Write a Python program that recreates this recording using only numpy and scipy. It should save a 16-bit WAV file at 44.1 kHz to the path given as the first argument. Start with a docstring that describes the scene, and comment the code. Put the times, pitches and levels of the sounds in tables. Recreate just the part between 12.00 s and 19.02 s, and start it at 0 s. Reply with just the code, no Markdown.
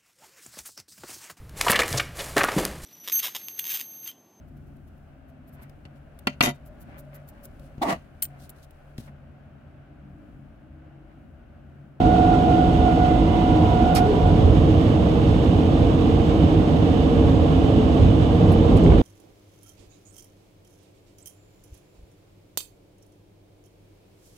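"""A fast train runs through a tunnel at steady speed, heard in the driver's cab.
From the start, rolling and rushing air make the cab boom and roar, the wheels hum on multiples of
their turning rate, a vent hisses on the right and the traction motors whine.
About two seconds in, a valve lets out one short puff of air and the motors die away. Uneven track
jolts the car from then on; near the end the body knocks over it, with faint rustles and ticks."""
import sys
import numpy as np
from scipy import signal
from scipy.fft import rfft, irfft
from scipy.io import wavfile
from scipy.ndimage import uniform_filter1d, minimum_filter1d

SR = 44100
rng = np.random.default_rng(int(sys.argv[2]) if len(sys.argv) > 2 else 0)


def log_audio(samples):
    """Write samples as a 16-bit WAV file to the path given in sys.argv[1]."""
    # one column per channel
    frames = np.atleast_2d(samples).T
    # limit to full scale, then quantise
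    limited = np.clip(frames, -1, 1)
    pcm = np.round(limited * 32767).astype(np.int16)
    wavfile.write(sys.argv[1], SR, pcm)


N = 309582
TIME = np.arange(N) / SR
FREQ = np.maximum(np.fft.rfftfreq(N, 1 / SR), 1)
WHEEL_HZ = 12.33  # wheel turns a second; tunes both the wheel hum and the motor whine


def undb(db):
    """Decibels to gain."""
    return 10 ** (np.asarray(db) / 20)


def unit(x):
    """Scale to rms 1."""
    return x / np.sqrt(np.mean(np.abs(x) ** 2))


def pan(left_db, right_db):
    """Gains for the two ears."""
    return undb([[left_db], [right_db]])


def curve(table, column=1):
    """Automation: a column of a time table, joined by straight lines."""
    rows = np.array(table)
    return np.interp(TIME, rows[:, 0], rows[:, column])


def swell(centre_s, width_s):
    """A smooth rise to 1 at centre_s, and fall."""
    return np.exp(-((TIME - centre_s) / width_s) ** 2)


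def burst(start_s, rise_s, t60_s):
    """Envelope with a straight attack and an exponential tail."""
    age = TIME - start_s
    return np.clip(age / rise_s, 0, 1) * undb(-60 * np.maximum(age - rise_s, 0) / t60_s)


def waver(rate_hz):
    """Smooth random modulation of rms 1, rolled off above rate_hz."""
    coarse = signal.resample(rng.standard_normal(2048), 8192)
    swing_hz = np.fft.rfftfreq(8192, N / SR / 8192)
    smooth = irfft(rfft(coarse) * np.exp(-(swing_hz / rate_hz) ** 2))
    return np.interp(TIME, np.linspace(0, N / SR, 8192), unit(smooth))


def over_hz(table, column=1):
    """A column of a frequency table, joined on a log axis."""
    rows = np.array(table)
    return np.interp(np.log(FREQ), np.log(rows[:, 0]), rows[:, column])


def colour(table):
    """Left and right EQ gains from a spectrum table."""
    return undb([over_hz(table, 1), over_hz(table, 2)])


def band(low_hz, high_hz, order=4):
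    """Gain of a flat band with sloping edges."""
    return 1 / np.sqrt((1 + (low_hz / FREQ) ** (2 * order)) * (1 + (FREQ / high_hz) ** (2 * order)))


def resonance(pitch_hz, half_width_hz, level_db):
    """Gain of one resonant peak."""
    return undb(level_db) / (1 + ((FREQ - pitch_hz) / half_width_hz) ** 2)


# Stereo width of the noise: bass centred, mids wide, top treble centred again: frequency_hz, correlation
STEREO_CORRELATION = [(40, 0.95), (130, 0.94), (340, 0.98), (450, 0.73), (550, 0.57), (750, 0.28),
                      (1000, 0.23), (1400, -0.42), (1900, -0.36), (2600, 0.29), (3600, 0.13),
                      (5900, -0.089), (6600, 0.98), (15000, 0.78)]

def cab_noise(gain):
    """Diffuse stereo noise shaped by a gain spectrum; long waves reach both ears alike."""
    alike = over_hz(STEREO_CORRELATION)
    mid, side = rng.standard_normal((2, len(FREQ))) + 1j * rng.standard_normal((2, len(FREQ)))
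    ears = mid * np.sqrt(1 + alike) + np.array([[1], [-1]]) * side * np.sqrt(1 - alike)
    return irfft(ears * gain * np.sqrt(N * SR / 8), N)


def ringing(modes):
    """Noise of rms 1 coloured by a set of resonances."""
    return unit(cab_noise(sum(resonance(*mode) for mode in modes)))


# Tone colour of the vent's air bed: frequency_hz, left_db, right_db
VENT_EQ = [(1310, -71.5, -67.5), (1860, -77.5, -72), (2350, -80.5, -72.5), (2930, -84.5, -69),
           (3370, -81.5, -71), (3520, -83, -70), (4050, -85.5, -77.5), (4980, -87, -84), (6200, -88, -89.5),
           (6980, -92.5, -94), (8200, -95, -94.5), (9000, -101, -101), (15000, -106, -106)]
# Whistling resonances of its grille: pitch_hz, half_width_hz, level_db
GRILLE_MODES = [(2974, 120, -69.5), (3577, 71, -75)]
# Gusts through the grille: centre_s, half_width_s, lift_db
GRILLE_GUSTS = [(.8, .07, 3), (1.4, 0.18, 4.5), (4.45, .09, 4), (5, .1, 4.5), (5.72, .12, 4.5),
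                (5.99, .06, -1), (6.25, .07, 4)]

def vent():
    """Cab ventilation hisses; its grille, on the right, whistles unevenly and swells with gusts."""
    hiss = cab_noise(colour(VENT_EQ) * band(1170, 17000, order=8)) * undb(0.58 * waver(20) - 0.35)
    whistle = sum(cab_noise(resonance(*mode)) * undb(1.1 * waver(20)) for mode in GRILLE_MODES)
    creep_db = 0.36 * (TIME - TIME.mean())
    gust_db = sum(db * swell(centre, width) for centre, width, db in GRILLE_GUSTS)
    return hiss + whistle * undb(creep_db + gust_db) * pan(-16, 0)


# Faint rustles: start_s, level_db, low_hz, high_hz
RUSTLES = [(6.516, -47.5, 9000, 12000), (6.764, -45.5, 3000, 11000), (6.832, -47, 2970, 8900)]

def rustles():
    """Brief, grainy wisps of high noise."""
    grain = undb(1.6 * waver(200))
    out = np.zeros((2, N))
    for start, db, low_hz, high_hz in RUSTLES:
        wisp = unit(cab_noise(band(low_hz, high_hz, order=9)))
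        out += undb(db) * burst(start, rise_s=0.0052, t60_s=0.085) * grain * wisp
    return out


# Ticks of the cab trim: start_s, level_db, centre_hz, t60_s
TRIM_TICKS = [(6.861, -28, 1550, 0.018), (6.901, -28, 1650, 0.018), (6.92, -30, 1500, 0.03),
              (6.936, -30, 1150, .05), (6.982, -27, 1000, .05)]

def trim_ticks():
    """The trim ticks: each a sharp snap of noise an octave wide."""
    out = np.zeros((2, N))
    for start, db, hz, t60 in TRIM_TICKS:
        snap = unit(cab_noise(band(hz / np.sqrt(2), hz * np.sqrt(2))))
        out += undb(db) * burst(start, rise_s=0.001, t60_s=t60) * snap
    return out


# Noise layers of the puff: delay_s, level_db, rise_s, t60_s, low_hz, high_hz
PUFF_BANDS = [(0, -29, 0.006, 0.2, 3760, 12500), (.003, -28, 0.011, 0.21, 2150, 5700),
              (.009, -30, .009, .35, 750, 2500)]
# Ring of the valve's pipe: pitch_hz, half_width_hz, relative_db
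PIPE_MODES = [(1230, 60, 1), (2350, 90, -2), (5340, 150, -8)]

def air_puff(start_s=1.947, open_s=0.038, shut_t60_s=0.12):
    """Air sputters out, dulling as its pressure falls, and rings the pipe; then the valve shuts."""
    sputter = undb(1.6 * waver(200))
    valve = undb(-60 * np.maximum(TIME - start_s - open_s, 0) / shut_t60_s)
    air = np.zeros((2, N))
    for delay, db, rise, t60, low_hz, high_hz in PUFF_BANDS:
        hiss = unit(cab_noise(band(low_hz, high_hz, order=12)))
        air += undb(db) * burst(start_s + delay, rise, t60) * hiss
    pipe = undb(-30.5) * burst(start_s + 0.008, rise_s=0.01, t60_s=0.3) * ringing(PIPE_MODES)
    return valve * (air * sputter + pipe)


# Bouts of panel drone: centre_s, half_width_s, level_db
PANEL_BOUTS = [(2.115, 0.053, 1), (2.48, 0.2, -6.5), (5.8, 0.38, -7.5), (6.9, 0.13, -2)]

def panel():
    """A shaken cab panel drones in bouts on one resonance."""
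    drone = cab_noise(resonance(pitch_hz=427.5, half_width_hz=25, level_db=-38))
    return drone * sum(undb(db) * swell(centre, width) for centre, width, db in PANEL_BOUTS)


# Hits on the car body in the heaviest jolts: start_s, level_db
KNOCKS = [(6.02, -19), (6.425, -15), (6.694, -17), (6.752, -17), (6.78, -20), (6.842, -16), (6.888, -16),
          (6.915, -13), (6.984, -18)]
# Ring of the walls and floor: pitch_hz, half_width_hz, relative_db
BODY_MODES = [(128, 20, 3), (174, 25, 2), (255, 30, -3), (315, 20, -5), (428, 30, -4)]

def knocks():
    """Dull blows from the bogie set the walls and floor of the cab ringing briefly."""
    blows = sum(undb(db) * burst(start, rise_s=0.0037, t60_s=0.13) for start, db in KNOCKS)
    return blows * ringing(BODY_MODES)


# Jolts from uneven track: start_s, length_s, sway_lift_db, boom_lift_db, roar_lift_db
JOLTS = [(2.2, 0.43, 3, 6.5, 0.5), (2.72, 0.18, -5, 4, 0), (3.21, 0.12, 2, 5.5, -1.5),
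         (3.732, 0.11, 5, 0.5, 1.5), (5.213, 0.083, 6.5, 5, 1), (5.963, 0.1, 7, 8, -0.4),
         (6.38, 0.34, 3.5, 2, 3), (6.68, 0.13, 7.5, 3.5, 4), (6.827, 0.15, 10.5, 3, 4)]

def shaking(layer, drift_db_per_s, attack_s=0.061, release_s=0.063):
    """Gain of one rumble layer: over a slow drift, each jolt builds, holds and settles."""
    level_db = drift_db_per_s * (TIME - TIME.mean())
    for start, length, sway_db, boom_db, roar_db in JOLTS:
        lift_db = {"sway": sway_db, "boom": boom_db, "roar": roar_db}[layer]
        age = TIME - start
        envelope = np.clip(age / attack_s, 0, 1) * np.exp(-np.maximum(age - length, 0) / release_s)
        level_db += lift_db * envelope
    return undb(level_db)


# Tone colour of the car body's low end: frequency_hz, left_db, right_db
BOOM_EQ = [(20, -65.5, -68.5), (29, -58.5, -56.5), (39, -48.5, -46.5), (48.6, -40, -36.5), (55, -41.5, -35),
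           (60, -41, -47), (67.3, -38, -35), (104, -39, -34), (130.3, -43.5, -43)]

def body_boom():
    """The body sways in the sub-bass and booms above it; the boom slowly grows in the tunnel."""
    sway = cab_noise(colour(BOOM_EQ) * band(10, 68.6, order=10)) * shaking("sway", drift_db_per_s=-0.5)
    boom = cab_noise(colour(BOOM_EQ) * band(66, 149, order=10)) * shaking("boom", drift_db_per_s=0.5)
    return undb(-2) * sway + undb(-3) * boom


# Tone colour of the rolling and the rushing air: frequency_hz, left_db, right_db
ROAR_EQ = [(175, -43, -41), (187.5, -47.5, -47.5), (229, -43.5, -42.5), (284, -51, -47.5), (318, -45, -42),
           (365, -56.5, -52.5), (449, -49, -50), (503, -57, -54), (634, -55.5, -55.5), (738, -56.5, -52.5),
           (895, -66, -62), (1150, -66.5, -62.5)]

def rolling_roar():
    """The wheels roar in the low mids; above them, air rushes over the nose."""
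    roar = cab_noise(colour(ROAR_EQ) * band(143.5, 556, order=10))
    rush = cab_noise(colour(ROAR_EQ) * band(560, 1171, order=10)) * undb(waver(60))
    shaken = shaking("roar", drift_db_per_s=0.06)
    return undb(0.3) * roar * shaken + undb(0.78) * rush * shaken ** 0.35  # the air feels jolts less


# Partials of the uneven wheel treads: wheel_multiple, left_db, right_db
WHEEL_PARTIALS = [(6, -34, -28), (7, -30.5, -32), (13, -32.5, -28.5), (14, -33, -34), (21, -27, -28),
                  (22, -37, -24), (23, -34.5, -31), (25, -27, -27.5), (26, -28, -28), (27, -32, -43),
                  (35, -37.5, -39.5), (36, -46, -44), (37, -32.5, -36), (38, -39, -29.5), (39, -47.5, -32),
                  (43, -50, -35), (46, -58.5, -34.5), (56, -52, -44.5), (59, -54, -44.5)]
# Fader moves for the low and upper partials: time_s, low_db, upper_db
WHEEL_FADERS = [(0, -3.5, -5), (1.95, -4, -10), (2.3, -1.5, 0), (5.1, 1, 2), (5.8, 1.5, 1),
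                (7.02, -3, -0.5)]
# Swells and dips of single partials: wheel_multiple, centre_s, half_width_s, lift_db
WHEEL_BEATS = [(21, 0.87, 0.5, 5), (21, 2.1, 0.26, -3), (21, 3.04, .15, -10), (21, 4.25, 0.31, -10),
               (21, 5.72, 0.35, 5), (21, 6.42, 0.11, -10), (22, 2.6, 0.74, -3.5), (22, 5.2, .7, 3),
               (22, 6.75, 0.45, -7), (25, 1.6, .17, 10), (25, 1.9, .1, -9), (25, 2.75, .2, 3.5),
               (25, 4.44, 0.13, 5.5), (25, 5.65, .9, -7), (26, 2.02, .22, -13), (26, 2.72, .14, 2),
               (26, 3.8, 0.22, 5.5), (26, 5.9, .6, -3.5), (26, 6.43, 0.094, 11), (35, 6.85, .25, 8),
               (36, 0.27, .5, 6.5), (37, 2.56, .6, -11.5), (37, 5.15, 0.17, 6), (38, 5.65, 0.25, -9),
               (38, 6.7, .15, 5)]

def wheel_hum():
    """Tread bumps repeat once a turn; partials swell and sink as wheels drift in and out of step."""
    turns = np.cumsum(WHEEL_HZ * (1 + 0.00056 * waver(0.83))) / SR
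    low, upper = undb(curve(WHEEL_FADERS, 1)), undb(curve(WHEEL_FADERS, 2))
    out = np.zeros((2, N))
    for multiple, left_db, right_db in WHEEL_PARTIALS:
        fader = low if multiple < 30 else upper
        beat_db = sum(db * swell(centre, width)
                      for partial, centre, width, db in WHEEL_BEATS if partial == multiple)
        phase = 2 * np.pi * (multiple * turns + rng.random()) + 0.37 * waver(2.1)
        flutter = unit(1 + 0.2 * waver(4.4))
        out += pan(left_db, right_db) * fader * undb(beat_db) * np.cos(phase) * flutter
    return np.sqrt(2) * out * undb(-2.5)


def machine_tone(pitch_hz, left_lead_rad, roughness, fade_db=0, flutter_hz=0):
    """A stereo tone of rms 1, roughened by the shaking bogie, fading as cab reflections shift."""
    cycles = np.cumsum(pitch_hz + flutter_hz * waver(12)) / SR
    phase = 2 * np.pi * (cycles + rng.random()) + 0.15 * waver(1.7)
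    shake = 1 + roughness * (waver(53) + 1j * waver(110))
    ears = [np.real(shake * np.exp(1j * (phase + lead))) * undb(fade_db * waver(4.3))
            for lead in (left_lead_rad, 0)]
    return unit(np.array(ears))


def run_down(off_s, fall_db_per_s=83):
    """Gain of a traction tone: full until its power is cut, then dying away."""
    return undb(-fall_db_per_s * np.maximum(TIME - off_s, 0))


def inverter():
    """The inverter's thin whistle swells once before it cuts out."""
    whistle = machine_tone(2052, left_lead_rad=-1.7, roughness=0.46, fade_db=0.5)
    level_db = -53 + 6 * swell(centre_s=1.2, width_s=0.3)
    return pan(-4, 2) * whistle * undb(level_db) * run_down(off_s=1.9)


def equipment_hum():
    """The traction equipment hums low while under power."""
    hum = machine_tone(323.6, left_lead_rad=0.091, roughness=0.05, fade_db=-1.5)
    return undb(-26.5) * hum * run_down(off_s=1.7)


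# Fader moves for the gear tone: time_s, level_db
GEAR_FADER = [(0, -50), (.3, -45), (.65, -51), (.8, -39), (.95, -53), (1.15, -50), (1.3, -37.5),
              (1.7, -33.5), (1.95, -52), (2.06, -41), (2.25, -37.5)]

def gears():
    """Meshing gear teeth sing one rough note that comes and goes."""
    mesh = machine_tone(973, left_lead_rad=1.0, roughness=0.3)
    return pan(-6, 1) * mesh * undb(curve(GEAR_FADER)) * run_down(off_s=2.3)


# Motor partials, played on the nearest whole multiple of the wheel rate:
# wheel_multiple, left_db, right_db, left_lead_rad, roughness, flutter_hz
MOTOR_PARTIALS = [(36, -47.5, -41, 0.8, 0.2, 1), (55, -33.5, -42.5, -0.26, 0.4, 6),
                  (57, -39, -44.5, -1, 0.4, 7), (59, -28.5, -21.5, -1.26, 0.11, 1.28),
                  (63.1, -36, -38, 0.64, 0.2, 4.97), (105.3, -61.5, -55.5, 0.7, 0.1, 2),
                  (117.9, -53, -44.5, 1.4, 0.34, 2.5)]
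# Traction effort, riding the level of the whine: time_s, relative_db
MOTOR_EFFORT = [(0, -25), (.33, -23.5), (.43, -27.5), (.5, -24), (.63, -25.5), (.76, -34), (.88, -22.5),
                (.95, -29.5), (1.04, -25), (1.13, -28), (1.21, -33.5), (1.5, -28.5), (1.63, -30.5),
                (1.88, -26), (1.96, -28), (2.01, -23), (2.06, -27), (2.1, -42), (2.16, -38), (2.26, -28.5),
                (2.4, -39), (2.45, -55)]

def motors():
    """Motors geared to the wheels whine and ring their housing, louder as they pull harder."""
    effort = undb(curve(MOTOR_EFFORT)) * run_down(off_s=2.4)
    effort /= np.sqrt(np.mean(effort[TIME < 2] ** 2))
    whine = np.zeros((2, N))
    for multiple, left_db, right_db, lead, roughness, flutter in MOTOR_PARTIALS:
        tone = machine_tone(round(multiple) * WHEEL_HZ, lead, roughness, fade_db=0.4, flutter_hz=flutter)
        whine += pan(left_db, right_db) * tone
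    housing = cab_noise(resonance(pitch_hz=1396, half_width_hz=27, level_db=-60.5))
    return undb(1.5) * effort * (whine + housing)


def scene():
    """The cab mix, with the small details a little to the right."""
    running = body_boom() + rolling_roar() + panel() + knocks() + vent() + wheel_hum()
    traction = motors() + gears() + inverter() + equipment_hum()
    details = air_puff() + rustles() + trim_ticks()
    return running + traction + details * pan(-3, 1.2)


def record(dry):
    """A smooth limiter ducks peaks over the ceiling; the ends fade and the top is cut."""
    ceiling, window_samples, fade_s, top_hz = 0.9, 881, 0.004, 15400
    headroom = ceiling / np.maximum(np.abs(dry).max(axis=0), ceiling)
    ducking = uniform_filter1d(minimum_filter1d(headroom, window_samples), window_samples)
    fades = np.minimum(np.minimum(TIME, TIME[-1] - TIME) / fade_s, 1)
    lowpass = signal.ellip(10, 0.1, 80, top_hz, fs=SR, output="sos")
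    return signal.sosfilt(lowpass, dry * ducking * fades)


dry = scene()
out = record(dry)
log_audio(out)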